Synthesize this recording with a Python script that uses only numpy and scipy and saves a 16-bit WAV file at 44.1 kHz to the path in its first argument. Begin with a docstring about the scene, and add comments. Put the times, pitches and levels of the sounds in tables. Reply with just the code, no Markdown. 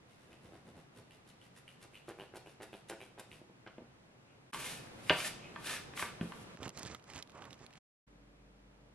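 """A small kitchen, close to a wooden table where buns are shaped, in four passages with short fades.
A ridged plastic pin rolls to and fro under the palms: knocks and slips excite its ridges, hollow wall and dough.
A plastic scraper raps the table (struck modes) and slides over floury wood (grains through resonances).
Baking paper rustles in a tray as crackling grains and snapping creases; then only room tone and a low hum."""
import sys
import numpy as np
from scipy import signal
from scipy.fft import rfft, irfft, next_fast_len
from scipy.io import wavfile
from scipy.ndimage import uniform_filter1d

SR = 44100
rng = np.random.default_rng(int(sys.argv[2]) if len(sys.argv) > 2 else 0)


def wav_out(sig):
    """Save sig, one row per channel (or a flat mono array), as 16-bit PCM at SR to the path in sys.argv[1]."""
    wavfile.write(sys.argv[1], SR, np.round(np.clip(np.atleast_2d(sig).T, -1, 1) * 32767).astype(np.int16))


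N = 394254

# pin pushed away: t/s, ridge knock level/dB, delay until the palms slip/s, palm grip level/dB
PUSHES = [(.215, -71, 0.011, 0), (0.441, -59, 0.013, 1), (.668, -53, 0.018, -2.5), (.975, -61, 0.0065, 2),
          (1.28, -71, 0.014, -0.5), (1.569, -67, 0.0093, -0.5), (1.828, -52.5, 0.0043, 0),
          (2.0813, -37, 0.013, -1.5), (2.339, -40, 0.028, 0), (2.602, -39, 0.03, -1),
          (2.8986, -35, 0.0019, 1.5), (3.177, -42, 0.022, -3)]
# pin drawn back: t/s, run of ridges/s, ridges per s, knock level/dB, squeak level/dB,
# delay of the loudest squeak/s, first f/Hz
PULLS = [(0.087, 0.034, 88, -76, -76, .01, 2400), (.3, 0.04, 103, -52, -57, 0.03, 2380),
         (.522, 0.042, 92, -47.5, -76, .01, 2400), (.755, 0.038, 90, -51.5, -79, .01, 2400),
         (1.108, 0.016, 99, -60, -46, 0.0034, 2600), (1.414, 0.036, 107, -73, -54, 0.00096, 2667),
         (1.6778, 0.03, 95, -76, -44.5, 0.00094, 2500), (1.9342, 0.05, 102, -61, -46.5, 0.017, 2427),
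         (2.188, 0.05, 103, -39, -45, 0.017, 2360), (2.461, 0.023, 104, -45, -49.5, 0.0061, 2400),
         (2.729, 0.03, 96, -38.5, -45, 0.0049, 2640), (3.0049, 0.039, 119, -44.5, -43, 0.0065, 2280),
         (3.3158, 0.043, 83, -60, -46, 0.00098, 2399)]
# thin wall of the hollow pin: f/Hz, relative level/dB
WALL_MODES = [(2000, 1), (2430, -18), (2670, -1), (2950, -5), (3500, -2)]
# tone of skin on ridges: f/Hz, relative level/dB per Hz
SKIN_HISS = [(100, 9.5), (500, -1.5), (1500, 9.5), (3000, 0.5), (4500, 2.5), (7000, 0.5), (10500, 5),
             (12500, -5), (15000, -78)]
EFFORT_DB_PER_S, FULL_EFFORT_AT_S = 9.5, 3.07  # the limit holds for pushes only
PUSH_HISS_DB, PUSH_HOLLOW_DB = -77, -76.5  # at the outset
PULL_HISS_DB, PULL_HOLLOW_DB = -75.5, -72  # hiss at the outset; hollow level the same at every pull
PUSH_HOLLOW_FOLLOWS, PULL_HISS_FOLLOWS, PUSH_SHORTENS = 0.85, 0.31, 0.52  # shares of the effort in dB
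PUSH_HALF_S, PULL_HALF_S = 0.045, 0.04  # half lengths; the push at the outset
PULL_SLIP_S = 0.033  # delay until the palms slip


def palms():
    """Skin brushes the ridges at every stroke and sets the hollow pin rustling."""
    hiss, hollow = [], []
    for s, _, slip_s, grip_db in PUSHES:
        effort_db = EFFORT_DB_PER_S * min(s, FULL_EFFORT_AT_S)
        half = PUSH_HALF_S * from_db(-PUSH_SHORTENS * effort_db)
        hiss.append((s + slip_s, half, PUSH_HISS_DB + effort_db + grip_db))
        hollow_db = PUSH_HOLLOW_DB + PUSH_HOLLOW_FOLLOWS * effort_db + grip_db
        hollow.append((s + slip_s, half, hollow_db))
    for s, *_ in PULLS:
        hiss_db = PULL_HISS_DB + PULL_HISS_FOLLOWS * EFFORT_DB_PER_S * s
        hiss.append((s + PULL_SLIP_S, PULL_HALF_S, hiss_db))
        hollow.append((s + PULL_SLIP_S, PULL_HALF_S, PULL_HOLLOW_DB))
    # the skin flicks off one ridge after another, so the rustle flutters
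    ridge_phase = 2 * np.pi * np.cumsum(88 + 9 * drift(6.7)) / SR
    flutter = rms_one(from_db(5 * np.cos(ridge_phase)))
    slips = flutter * grains(per_s=5800, spread_db=3.5)
    wall = rms_one(sum(from_db(db) * resonate(slips, hz, width_hz=280) for hz, db in WALL_MODES))
    skin = colour(flutter * grains(per_s=9000, spread_db=1.5), SKIN_HISS)
    return swells(hiss) * skin + swells(hollow) * wall


# pin pressed on the table: f/Hz, relative level/dB, t60/s
PIN_MODES = [(198, -8, 0.04), (342, 3, 0.037), (610, 8.5, 0.011), (766, -2, 0.029), (1150, -22, 0.0099),
             (1550, 1, 0.012), (2150, -9, 0.0092)]
# one more rattle as the pin is lifted: t/s, ridges per s, run/s, knock level/dB,
# creak level/dB (before CREAK_LIFT_DB)
LIFT = (3.6645, 110, .018, -43, -57)
PUSH_RIDGES_PER_S, PUSH_RUN_S, PUSH_CREAK_BELOW_DB = 112, 0.036, 22  # creak before CREAK_LIFT_DB
CREAK_HZ, CREAK_CLIMB_HZ, CREAK_LIFT_DB = 2250, 520, 6
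SQUEAK_FADE_DB = 19  # over one run length away from the loudest squeak
RASP_BELOW_DB, TICK_BELOW_DB, RIDGE_TICK_HZ = 6, 9.5, 10050


def ridges():
    """Ridges tip over one by one, knocking the table: dry creaks when pushed, climbing squeaks when drawn back."""
    # run: start, ridges per s, length, knock dB, creak or squeak dB, loudest delay, first pitch
    runs = [(s, PUSH_RIDGES_PER_S, PUSH_RUN_S, db, db - PUSH_CREAK_BELOW_DB, None, CREAK_HZ)
            for s, db, *_ in PUSHES]
    runs.append((*LIFT, None, CREAK_HZ))
    runs += [(s, per_s, length, *rest) for s, length, per_s, *rest in PULLS]
    knocks, creaks, squeaks = [], [], []
    for first, per_s, length, knock_db, creak_db, loudest_s, first_hz in runs:
        chance = rng.uniform(-1, 1, (16, 3)) * [.001, 1.5, 2]  # timing s, knock dB, creak dB
        for k, delay in enumerate(np.arange(0, length, 1 / per_s)):
            s = first + delay + chance[k, 0]
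            progress = delay / length
            hz = first_hz + CREAK_CLIMB_HZ * np.sqrt(progress)
            off_peak = (progress - .3) ** 2  # strongest a third of the way in
            knocks.append((s, knock_db - 10 * off_peak + chance[k, 1], 3000))
            if loudest_s is None:
                creaks.append((s, creak_db - 14 * off_peak + CREAK_LIFT_DB + chance[k, 2], hz))
            else:
                fade_db = SQUEAK_FADE_DB * abs(delay - loudest_s) / length
                squeaks.append((s, creak_db - fade_db + chance[k, 2], hz))
    creaks += [(s, db - RASP_BELOW_DB, hz) for s, db, hz in squeaks]
    ticks = [(s, db - TICK_BELOW_DB, RIDGE_TICK_HZ) for s, db, _ in squeaks]
    return (strike(knocks, PIN_MODES, crack_db=-8.0)
            + snap(creaks, decay_s=0.0043, breadth=0.49)
            + squeak(squeaks, length_s=.0011, glide=0.13, rough=.65)
            + snap(ticks, decay_s=0.0012, breadth=0.63, order=4))


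# how loudly the dough yields: swelling at first, faint at 1.2 s, then growing again: t/s, level/dB
KNEAD = [(0, -75), (.45, -60), (.75, -57.5), (1.0, -57.5), (1.2, -77), (3.3, -62.5)]
# dull tone of soft handling, for dough and paper: f/Hz, relative level/dB per Hz
HANDLING = [(25, -37), (70, -7.5), (140, -6), (300, -11), (600, -17.5), (1500, -32), (5000, -64)]
KNEAD_HALF_S, KNEAD_DELAY_S = 0.038, 0.018


def dough():
    """Soft dough gives way under every stroke in many small, dull slips."""
    knead_db = np.interp(clock(), *np.transpose(KNEAD))
    pressed = swells([(s + KNEAD_DELAY_S, KNEAD_HALF_S, 0) for s, *_ in PUSHES + PULLS])
    slips = grains(per_s=600, spread_db=1.5)
    return from_db(knead_db) * pressed * colour(slips, HANDLING)


# fingers brush plastic as a tool changes hands: t/s, half length/s, level/dB
BRUSHES = [(4.31, 0.048, -76.5), (5.447, 0.044, -57.5)]


def fingers():
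    """Fingertips rub over plastic in one narrow, grainy band."""
    band = grains(per_s=3100, spread_db=-1.0)
    for _ in range(2):
        band = resonate(band, hz=2500, width_hz=820)
    return swells(BRUSHES) * rms_one(band)


# pin bumps the table, is laid down and rocks to rest: t/s, level/dB, contact hardness f/Hz
PIN_DROPS = [(3.4148, -45.5, 803), (3.4968, -48.5, 700), (3.7811, -38.5, 900), (3.799, -58, 600),
             (3.806, -52, 706), (3.8185, -44.5, 450), (3.8405, -49, 250), (3.8615, -66, 500)]
# whole hollow pin ringing freely: f/Hz, relative level/dB, t60/s
PIN_BODY = [(226, 2.5, 0.054), (300, -7, 0.023), (358, 2, 0.074), (458, -3, 0.048), (624, -5, 0.078),
            (900, 2, 0.024)]


def pin_drops():
    """The freed pin rings as a hollow body at each bump."""
    return strike(PIN_DROPS, PIN_BODY, crack_db=-9.0)


# scraper blows on the table: t/s, level/dB, contact hardness f/Hz
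TABLE_KNOCKS = [(5.0973, -25.5, 2500), (5.1038, -14.5, 2050), (6.024, -34.5, 700)]
# wooden table: f/Hz, relative level/dB, t60/s
TABLE_MODES = [(82, -23.5, .12), (127.2, -20, 0.073), (173.4, -19, 0.16), (279, -10.5, 0.035),
               (392, -11.5, 0.045), (503, -5, 0.021), (616.3, -13, 0.093), (715, -13.5, 0.08),
               (820, -14, 0.07), (960, -11.5, 0.069), (1150, -11, 0.03), (1580, -3.5, 0.037),
               (2080, -0.5, 0.026)]


def table_knocks():
    """The scraper's blows ring the modes of the table top."""
    return strike(TABLE_KNOCKS, TABLE_MODES, crack_db=-9)


# scraper edge and fingernails tap the wood: t/s, level/dB, contact hardness f/Hz
SCRAPER_TAPS = [(3.7815, -49, 1000), (4.531, -29, 400), (4.545, -29, 300), (5.0958, -11.5, 6290),
                (5.1045, -22, 4000), (5.1125, -32, 900), (5.56, -35, 1200), (5.936, -39.5, 2000),
                (5.9745, -31.5, 1500), (5.994, -29.5, 700), (6.025, -23, 700), (6.087, -39, 4000),
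                (6.2105, -36, 2980), (6.3205, -34.5, 1800)]
# scraper: f/Hz, relative level/dB, t60/s
SCRAPER_MODES = [(930, -14, .03), (1047, -12.5, 0.031), (1170, -10, 0.07), (1370, -13, 0.04),
                 (1565, -14, 0.07), (1720, -10, 0.045), (1800, -3.5, 0.0099), (2017, -17, 0.07),
                 (2207, -1, 0.012), (2430, -9, .025), (2660, -8, 0.025), (2940, -5.5, 0.014),
                 (3350, -8.5, 0.012), (3750, -14.5, .007)]


def scraper_taps():
    """Crack-rich taps ring the scraper's short modes."""
    return strike(SCRAPER_TAPS, SCRAPER_MODES, crack_db=-3.5)


# dough flops onto the table under the hand: t/s, level/dB, contact hardness f/Hz
FLOPS = [(6.2105, -26.5, 300), (6.2285, -32.5, 150), (6.243, -39, 150), (6.2565, -37, 200)]
# table damped by the dough: f/Hz, relative level/dB, t60/s
FLOP_MODES = [(123, -14, 0.056), (168, -5, 0.13), (233, -1.5, 0.035), (290, 1.5, 0.018), (400, -14, 0.06),
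              (630, -22, 0.087)]


def flops():
    """Soft contacts favour the low modes of the damped table."""
    return strike(FLOPS, FLOP_MODES, crack_db=-11)


# plastic smacks the wood, first the pin, then the flat blade: t/s, peak level/dB, centre f/Hz
SMACKS = [(3.6645, -47, 1400), (3.6735, -45.5, 1250), (3.675, -52.5, 3200), (3.683, -50, 1290),
          (5.096, -16.5, 2440), (5.1045, -24.5, 2370), (5.9742, -38, 1800), (6.0245, -26, 1400)]


def smacks():
    """Flat plastic slaps wood in short, banded noise bursts."""
    return snap(SMACKS, decay_s=0.0032, breadth=0.85, order=3)


# blade slides over floury wood: t/s, hold/s, rise/s, fall/s, hiss level/dB, resonances level/dB,
# bending tone level/dB, its first f/Hz, its last f/Hz
SCRAPES = [(4.546, 0.15, 0.024, 0.14, -47, -50.5, -66, 1150, 1210),
           (5.19, 0.089, 0.15, 0.024, -45.5, -45.5, -49, 2150, 2700),
           (5.663, 0.091, 0.072, 0.07, -46.5, -44, -47.5, 2500, 2970),
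           (5.971, 0.052, 0.019, 0.085, -47, -52.5, -52, 1810, 1690)]
# sliding blade: f/Hz, width f/Hz, relative level/dB
BLADE = [(1230, 790, -2), (1310, 100, 6), (1510, 110, 1), (1800, 100, 4.5), (2030, 110, 2.5),
         (2420, 1700, 2.5), (3280, 190, 0.5)]
# tone of floury wood: f/Hz, relative level/dB per Hz
WOOD_HISS = [(60, -8), (150, -6), (500, 3.5), (1000, 1), (3500, 4), (4800, -0.5), (7000, -1), (10300, 3.5),
             (12500, -4.5), (15000, -27)]
# dough dragged over the wood: t/s, hold/s, rise/s, fall/s
DRAG = (6.21, 0.22, 0.02, .03)
DRAG_DB = -66.5
CHATTER_DB, CHATTER_PER_S = 6.5, 240  # the blade catches and slips unevenly
CRUMBS_PER_S, CRUMBS_DB = 440, -9  # coarse grains among the flour, relative to it
EDGE_SPREAD_DB = -4.5  # separate hiss that the long edge sends each microphone


def scrape():
    """Flour and crumbs excite the blade and a tone gliding as it bends. 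Returns the blade and its wide edge hiss."""
    flour = from_db(CHATTER_DB * drift(CHATTER_PER_S)) * grains(per_s=4000, spread_db=3.0)
    crumbs = grains(CRUMBS_PER_S, spread_db=2.5)
    slips = rms_one(rms_one(flour) + from_db(CRUMBS_DB) * crumbs)
    blade = 0
    for k, (hz, width_hz, db) in enumerate(BLADE):
        blade = blade + (-1) ** k * from_db(db) * resonate(slips, hz, width_hz)
    blade = rms_one(blade)
    bend_points = []
    for s, hold, *_, first_hz, last_hz in SCRAPES:
        bend_points += [(s, first_hz), (s + hold, last_hz)]
    bend_hz = np.interp(clock(), *np.transpose(bend_points))
    bend = gliding_resonance(slips, bend_hz, width_hz=300)
    # one hiss shared by both sides, then one for each
    hiss = colour(np.array([grains(per_s=13000, spread_db=1.5) for _ in range(3)]), WOOD_HISS)
    body, hiss_level = 0, from_db(DRAG_DB) * held(*DRAG)
    for s, hold, rise, fall, hiss_db, blade_db, bend_db, *_ in SCRAPES:
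        stroke = held(s, hold, rise, fall)
        body = body + stroke * (from_db(blade_db) * blade + from_db(bend_db) * bend)
        hiss_level = hiss_level + stroke * from_db(hiss_db)
    pressure = from_db(2.3 * drift(45))
    edge = from_db(EDGE_SPREAD_DB) * pressure * hiss_level * hiss[1:]
    return pressure * (body + hiss_level * hiss[0]), edge


# tone of crackling paper: f/Hz, relative level/dB per Hz
PAPER_HISS = [(300, 10), (1000, 5.5), (2000, 13.5), (3500, 5), (7300, 9), (10000, -5), (12500, -30),
              (14500, -41)]


def rustle():
    """Folds of many sizes crackle, each size at its own pitch and in clumps of its own."""
    folds = 0
    for hz in np.geomspace(800, 10000, 8):
        clumps = from_db(4 * drift(130))
        folds = folds + resonate(clumps * grains(per_s=1800, spread_db=3.5), hz, hz / 2)
    return from_db(2.7 * drift(90)) * colour(folds, PAPER_HISS)


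TICKS_PER_S, TICK_DB, TICK_SPREAD_DB, TICK_HZ = 12, -53, 3, 3200


def small_folds():
    """Small folds tick at random through the tray passage: (t/s, peak level/dB, centre f/Hz)."""
    start, end, _ = PASSAGES[2]
    ticks = []
    for when, size, pitch in rng.random((int(TICKS_PER_S * (end - start)), 3)):
        db = TICK_DB + TICK_SPREAD_DB * (2 * size - 1)
        ticks.append((start + when * (end - start), db, TICK_HZ * 2 ** (pitch - .5)))
    return ticks


# paper shifted in short moves: t/s, hold/s, crackle level/dB, slide level/dB, soft handling level/dB
PAPER_MOVES = [(6.622, 0.053, -59, -52.5, -48), (6.778, .16, -54, -57.5, -53),
               (7.094, 0.034, -59, -57.5, -63), (7.16, 0.033, -53, -56.5, -54),
               (7.355, 0.12, -68, -56.5, -62.5), (7.509, 0.024, -64, -64, -61),
               (7.608, 0.039, -62, -65, -60.5), (7.778, .04, -63, -64.5, -62)]
# floor between the moves: crackle level/dB, slide level/dB, soft handling level/dB
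PAPER_STIR_DB = (-92, -71, -76)
# tone of the sliding sheet: f/Hz, relative level/dB per Hz
PAPER_SLIDE = [(200, -6.5), (450, 3), (800, 5), (1150, 6), (1800, -6), (3000, -12.5), (8000, -41)]
# loudest creases snapping: t/s, peak level/dB, centre f/Hz
CREASES = [(6.5722, -43.5, 1300), (6.6304, -33.5, 2700), (6.6374, -39.5, 2000), (6.6564, -36.5, 1500),
           (6.6605, -42, 1900), (6.6792, -36, 3280), (6.6923, -35, 5130), (6.7023, -44, 1800),
           (6.7741, -35, 4660), (6.7863, -39, 4640), (6.7928, -36, 5040), (6.8229, -46, 2100),
           (6.8308, -34, 4730), (6.8513, -36, 2800), (6.8759, -42, 2600), (6.9269, -53, 2100),
           (6.9475, -33.5, 1220), (6.9505, -53, 1500), (6.9965, -51.5, 2500), (7.1002, -39.5, 2340),
           (7.1352, -39, 2600), (7.1604, -37, 2600), (7.1681, -39, 3100), (7.1784, -38, 3200),
           (7.1888, -41, 2100), (7.2254, -31.5, 3430), (7.2741, -49, 3650), (7.2963, -46, 2130),
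           (7.4215, -39, 1170), (7.424, -40, 1290), (7.4414, -46, 1700), (7.4534, -41.5, 1700),
           (7.5068, -43.5, 2900), (7.5297, -40, 3700), (7.5416, -49, 2900), (7.6643, -43, 3700),
           (7.7068, -52, 2400), (7.7286, -48, 2100), (7.7364, -49, 2620), (7.7549, -46, 1500)]
PAPER_RISE_S, PAPER_FALL_S, PAPER_TOP_HZ = 0.055, 0.045, 12000


def paper():
    """Each move brings clumps of crackle, the dull slide of the sheet and soft bumps; single creases snap."""
    levels = from_db(PAPER_STIR_DB)[:, None]
    for s, hold, *layers_db in PAPER_MOVES:
        move = held(s, hold, PAPER_RISE_S, PAPER_FALL_S)
        levels = np.maximum(levels, from_db(layers_db)[:, None] * move)
    slide = colour(grains(per_s=3000, spread_db=3), PAPER_SLIDE)
    bumps = colour(grains(per_s=780, spread_db=5.0), HANDLING)
    creases = snap(CREASES + small_folds(), decay_s=.0019, breadth=.75, order=1)
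    sheet = np.sum(levels * [rustle(), slide, bumps], axis=0) + creases
    top_cut = signal.butter(8, PAPER_TOP_HZ, fs=SR, output="sos")
    return signal.sosfilt(top_cut, sheet) * passage_gate(PASSAGES[2])


# appliance humming in the last passage: f/Hz, level/dB
HUM = [(48.4, -66), (129.2, -80), (199.2, -73), (290.7, -74), (441.4, -80.5), (489.9, -82), (586.8, -81)]


def appliance_hum():
    """Low partials waver slightly in level and phase."""
    hum = 0
    for hz, db in HUM:
        wavering_s = clock() + 0.00048 * drift(10)
        hum = hum + from_db(db + drift(32)) * np.sqrt(2) * np.sin(2 * np.pi * hz * wavering_s)
    return hum * passage_gate(PASSAGES[3])


# passages: start t/s, end t/s, room tone level/dB
PASSAGES = [(-.1, 4.517, -62), (4.523, 6.562, -52), (6.546, 7.79, -62), (8.066, 9.69, -64.5)]
# tone of the room: f/Hz, relative level/dB per Hz
ROOM_TONE = [(25, -12.5), (60, -3.5), (95, -3.5), (128, 7), (170, 2), (400, -2), (1000, -7.5),
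             (2500, -12.5), (5000, -20.5), (10000, -27.5), (12000, -32.5), (15000, -55)]
# room tone: f/Hz, left-right correlation (-1 to 1)
TONE_LIKENESS = [(60, 0.85), (130, 1), (290, 0.43), (640, 0.17), (1400, -0.15), (3100, -0.51),
                 (7000, -0.54)]


def room_tone():
    """Steady diffuse air noise, its level set for each passage."""
    level = sum(from_db(passage[2]) * passage_gate(passage) for passage in PASSAGES)
    return level * colour(diffuse(TONE_LIKENESS, N), ROOM_TONE)


# echo: f/Hz, left-right correlation (-1 to 1)
ECHO_LIKENESS = [(100, 1), (400, 1), (1300, 0.94), (2500, 0.92), (4500, .05), (10000, 0.064)]
# kitchen decay: f/Hz, t60/s
KITCHEN_T60 = [(100, 0.072), (500, 0.34), (2000, 0.35), (5000, 0.5), (12000, 0.21)]


def kitchen_echo():
    """Diffuse reflections that set in after 3 ms and die band by band."""
    size = SR // 2
    t, hz = np.arange(size) / SR, np.fft.rfftfreq(size, 1 / SR)
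    noise, out = rfft(diffuse(ECHO_LIKENESS, size)), 0
    for k, (_, t60) in enumerate(KITCHEN_T60):
        # each band crossfades into its neighbours
        share = at_hz([(row[0], j == k) for j, row in enumerate(KITCHEN_T60)], hz)
        out = out + irfft(noise * share, size) * np.exp(-np.log(1000) * t / t60)
    out = out * np.clip((t - .003) / 0.00083, 0, 1)
    return out / np.sqrt(np.sum(out ** 2) / 2)


def place(x, echo, wet_db, pan_db, lead_ms):
    """Direct sound, reaching the left microphone lead_ms earlier, plus the room."""
    size = next_fast_len(N, True)
    per_ms = np.fft.rfftfreq(size, 1000 / SR)
    late = irfft(rfft(x, size) * np.exp(-2j * np.pi * per_ms * lead_ms), size)[:N]
    direct = np.array([x * from_db(pan_db / 2), late * from_db(-pan_db / 2)])
    return direct + from_db(wet_db) * signal.fftconvolve(x[None], echo, axes=1)[:, :N]


def passage_gate(passage):
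    """One during a passage, with 14 ms fades at its ends."""
    return np.clip(np.minimum(clock() - passage[0], passage[1] - clock()) / 0.014, 0, 1)


def strike(blows, modes, crack_db):
    """Each blow (s, dB, hardness Hz) cracks and rings the modes anew; a soft contact misses the high ones."""
    out, t = np.zeros(N), np.arange(SR // 4) / SR
    hz, level_db, t60 = np.transpose(modes)
    rings = np.sin(2 * np.pi * hz[:, None] * t) * np.exp(-np.log(1000) * t / t60[:, None])
    signs = (-1) ** (np.arange(len(hz)) // 2)
    span = signal.butter(2, [hz.min(), hz.max()], "band", fs=SR, output="sos")
    for s, db, hard_hz in blows:
        vary_db = rng.uniform(-3, 3, len(hz))
        body = (signs * from_db(level_db + vary_db) / (1 + (hz / hard_hz) ** 2)) @ rings
        soft = signal.butter(1, min(hard_hz, SR / 4), fs=SR, output="sos")
        burst = rng.standard_normal(len(t)) * np.exp(-t / 0.0019)
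        crack = signal.sosfilt(np.vstack([span, span, soft]), burst + 1e-18)
        sound = rms_one(body) + from_db(crack_db) * rms_one(crack)
        sound = sound * (1 - np.exp(-t / 0.00046))  # soft onset
        out[int(s * SR):][:len(t)] += from_db(db) * sound / np.abs(sound).max()
    return out


def snap(snaps, decay_s, breadth, order=2):
    """Each snap (s, peak dB, centre Hz) is a noise burst in one broad resonance; order 1 leaves wide skirts."""
    out, t = np.zeros(N), np.arange(SR // 40) / SR
    for s, db, hz in snaps:
        burst = rng.standard_normal(len(t)) * np.exp(-t / decay_s)
        for _ in range(order):
            burst = resonate(burst, hz, breadth * hz)
        out[int(s * SR):][:len(t)] += from_db(db) * burst / np.abs(burst).max()
    return out


def squeak(squeaks, length_s, glide, rough):
    """Each squeak (s, peak dB, centre Hz) is a few ms of gliding, slightly rough tone."""
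    out, t = np.zeros(N), np.arange(SR // 40) / SR
    envelope = (t / length_s) ** 2 * np.exp(2 - 2 * t / length_s)
    for s, db, hz in squeaks:
        jitter = uniform_filter1d(rng.standard_normal(len(t)), size=16)
        pitch = hz * (1 + glide * np.tanh(t / length_s - 1) + rough * jitter)
        tone = np.sin(2 * np.pi * np.cumsum(pitch) / SR)
        out[int(s * SR):][:len(t)] += from_db(db) * envelope * tone
    return out


def resonate(x, hz, width_hz):
    """One resonance, gain 1 at its top."""
    r = np.exp(-np.pi * width_hz / SR)
    zeros = np.array([1, 0, -1]) * (1 - r * r) / 2
    poles = [1, -2 * r * np.cos(2 * np.pi * hz / SR), r * r]
    return signal.lfilter(zeros, poles, x + 1e-18)


def gliding_resonance(x, hz, width_hz):
    """A resonance whose centre follows the curve hz; rms 1."""
    turn = np.exp(2j * np.pi * np.cumsum(hz) / SR)
    r = np.exp(-np.pi * width_hz / SR)
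    # shift the centre to zero, smooth, shift back
    return rms_one((turn * signal.lfilter([1], [1, -r], x / turn + 1e-18)).real)


def grains(per_s, spread_db):
    """Tiny slips of uneven size at random moments; rms 1."""
    sizes = from_db(spread_db * np.minimum(rng.exponential(1, N), 4)) * rng.choice([-1, 1], N)
    return rms_one(sizes * (rng.random(N) < per_s / SR))


def colour(x, spectrum):
    """Causal (minimum-phase) filter with the given spectrum; rms 1."""
    size = next_fast_len((N + SR) // 2, True) * 2
    gain = from_db(at_hz(spectrum, np.fft.rfftfreq(size, 1 / SR)))
    cepstrum = irfft(np.log(gain))
    cepstrum[1:size // 2] *= 2
    cepstrum[size // 2 + 1:] = 0
    return rms_one(irfft(rfft(x, size) * np.exp(rfft(cepstrum)))[..., :N])


def diffuse(likeness, size):
    """White noise arriving from all sides at two close microphones."""
    alike = np.clip(at_hz(likeness, np.fft.rfftfreq(size, 1 / SR)), -.99, .99)
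    mid, side = rfft(rng.standard_normal((2, size)))
    mid = np.sqrt((1 + alike) / 2) * mid
    side = np.sqrt((1 - alike) / 2) * side
    return irfft(mid + side * [[1], [-1]], size)


def swells(rows):
    """A smooth rise and fall for each (s, half length s, dB), 8 dB down at the half length."""
    t, out = clock(), np.zeros(N)
    for s, half, db in rows:
        near = np.abs(t - s) < half * 2 * np.pi
        out[near] += from_db(db) / np.cosh(np.pi / 2 * (t[near] - s) / half)
    return out


def held(start, hold_s, rise_s, fall_s):
    """Gain of one move: up by 20 dB in rise_s, full from the start for hold_s, down by 20 dB in fall_s."""
    t = clock()
    outside = np.maximum((start - t) / rise_s, (t - start - hold_s) / fall_s)
    return from_db(-20 * np.clip(outside, 0, 10))


def drift(rate):
    """Slow chance: random knots of spread 1, rate per second, joined by straight lines."""
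    knots = rng.standard_normal(8192)
    return np.interp(clock() * rate, np.arange(len(knots)), knots)


def at_hz(points, hz):
    """Read a table on a log-frequency axis."""
    f, value = np.transpose(points)
    return np.interp(np.log(hz + 0.0012), np.log(f), value)  # the offset avoids log of zero


def from_db(db):
    """Decibels to gain."""
    return 10 ** (np.asarray(db) / 20)


def rms_one(x):
    """Scale to unit power."""
    return x / np.sqrt(np.mean(x ** 2) + 1e-20)


def clock():
    """Time of every sample in seconds."""
    return np.arange(N) / SR


def scene():
    """Everything happens on the table just below the microphones; the paper is nearer the right one."""
    echo = kitchen_echo()
    rolling = palms() + ridges() + dough() + fingers()
    pin = place(rolling, echo, wet_db=-4.5, pan_db=-0.5, lead_ms=0.016)
    blows = table_knocks() + pin_drops() + scraper_taps() + flops() + smacks()
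    knocks = place(blows, echo, wet_db=-4.5, pan_db=0.0, lead_ms=0.011)
    sliding, edge = scrape()
    blade = place(sliding, echo, wet_db=-4.0, pan_db=0.2, lead_ms=0.028) + edge
    sheet = place(paper(), echo, wet_db=-36.0, pan_db=-5.5, lead_ms=-0.059)
    gate = sum(passage_gate(passage) for passage in PASSAGES)
    return (pin + knocks + blade + sheet) * gate + room_tone() + appliance_hum()


def record(dry):
    """The top is cut steeply at 15 kHz."""
    return signal.sosfilt(signal.ellip(10, .1, 80, 15000, fs=SR, output="sos"), dry)


dry = scene()
out = record(dry)
wav_out(out)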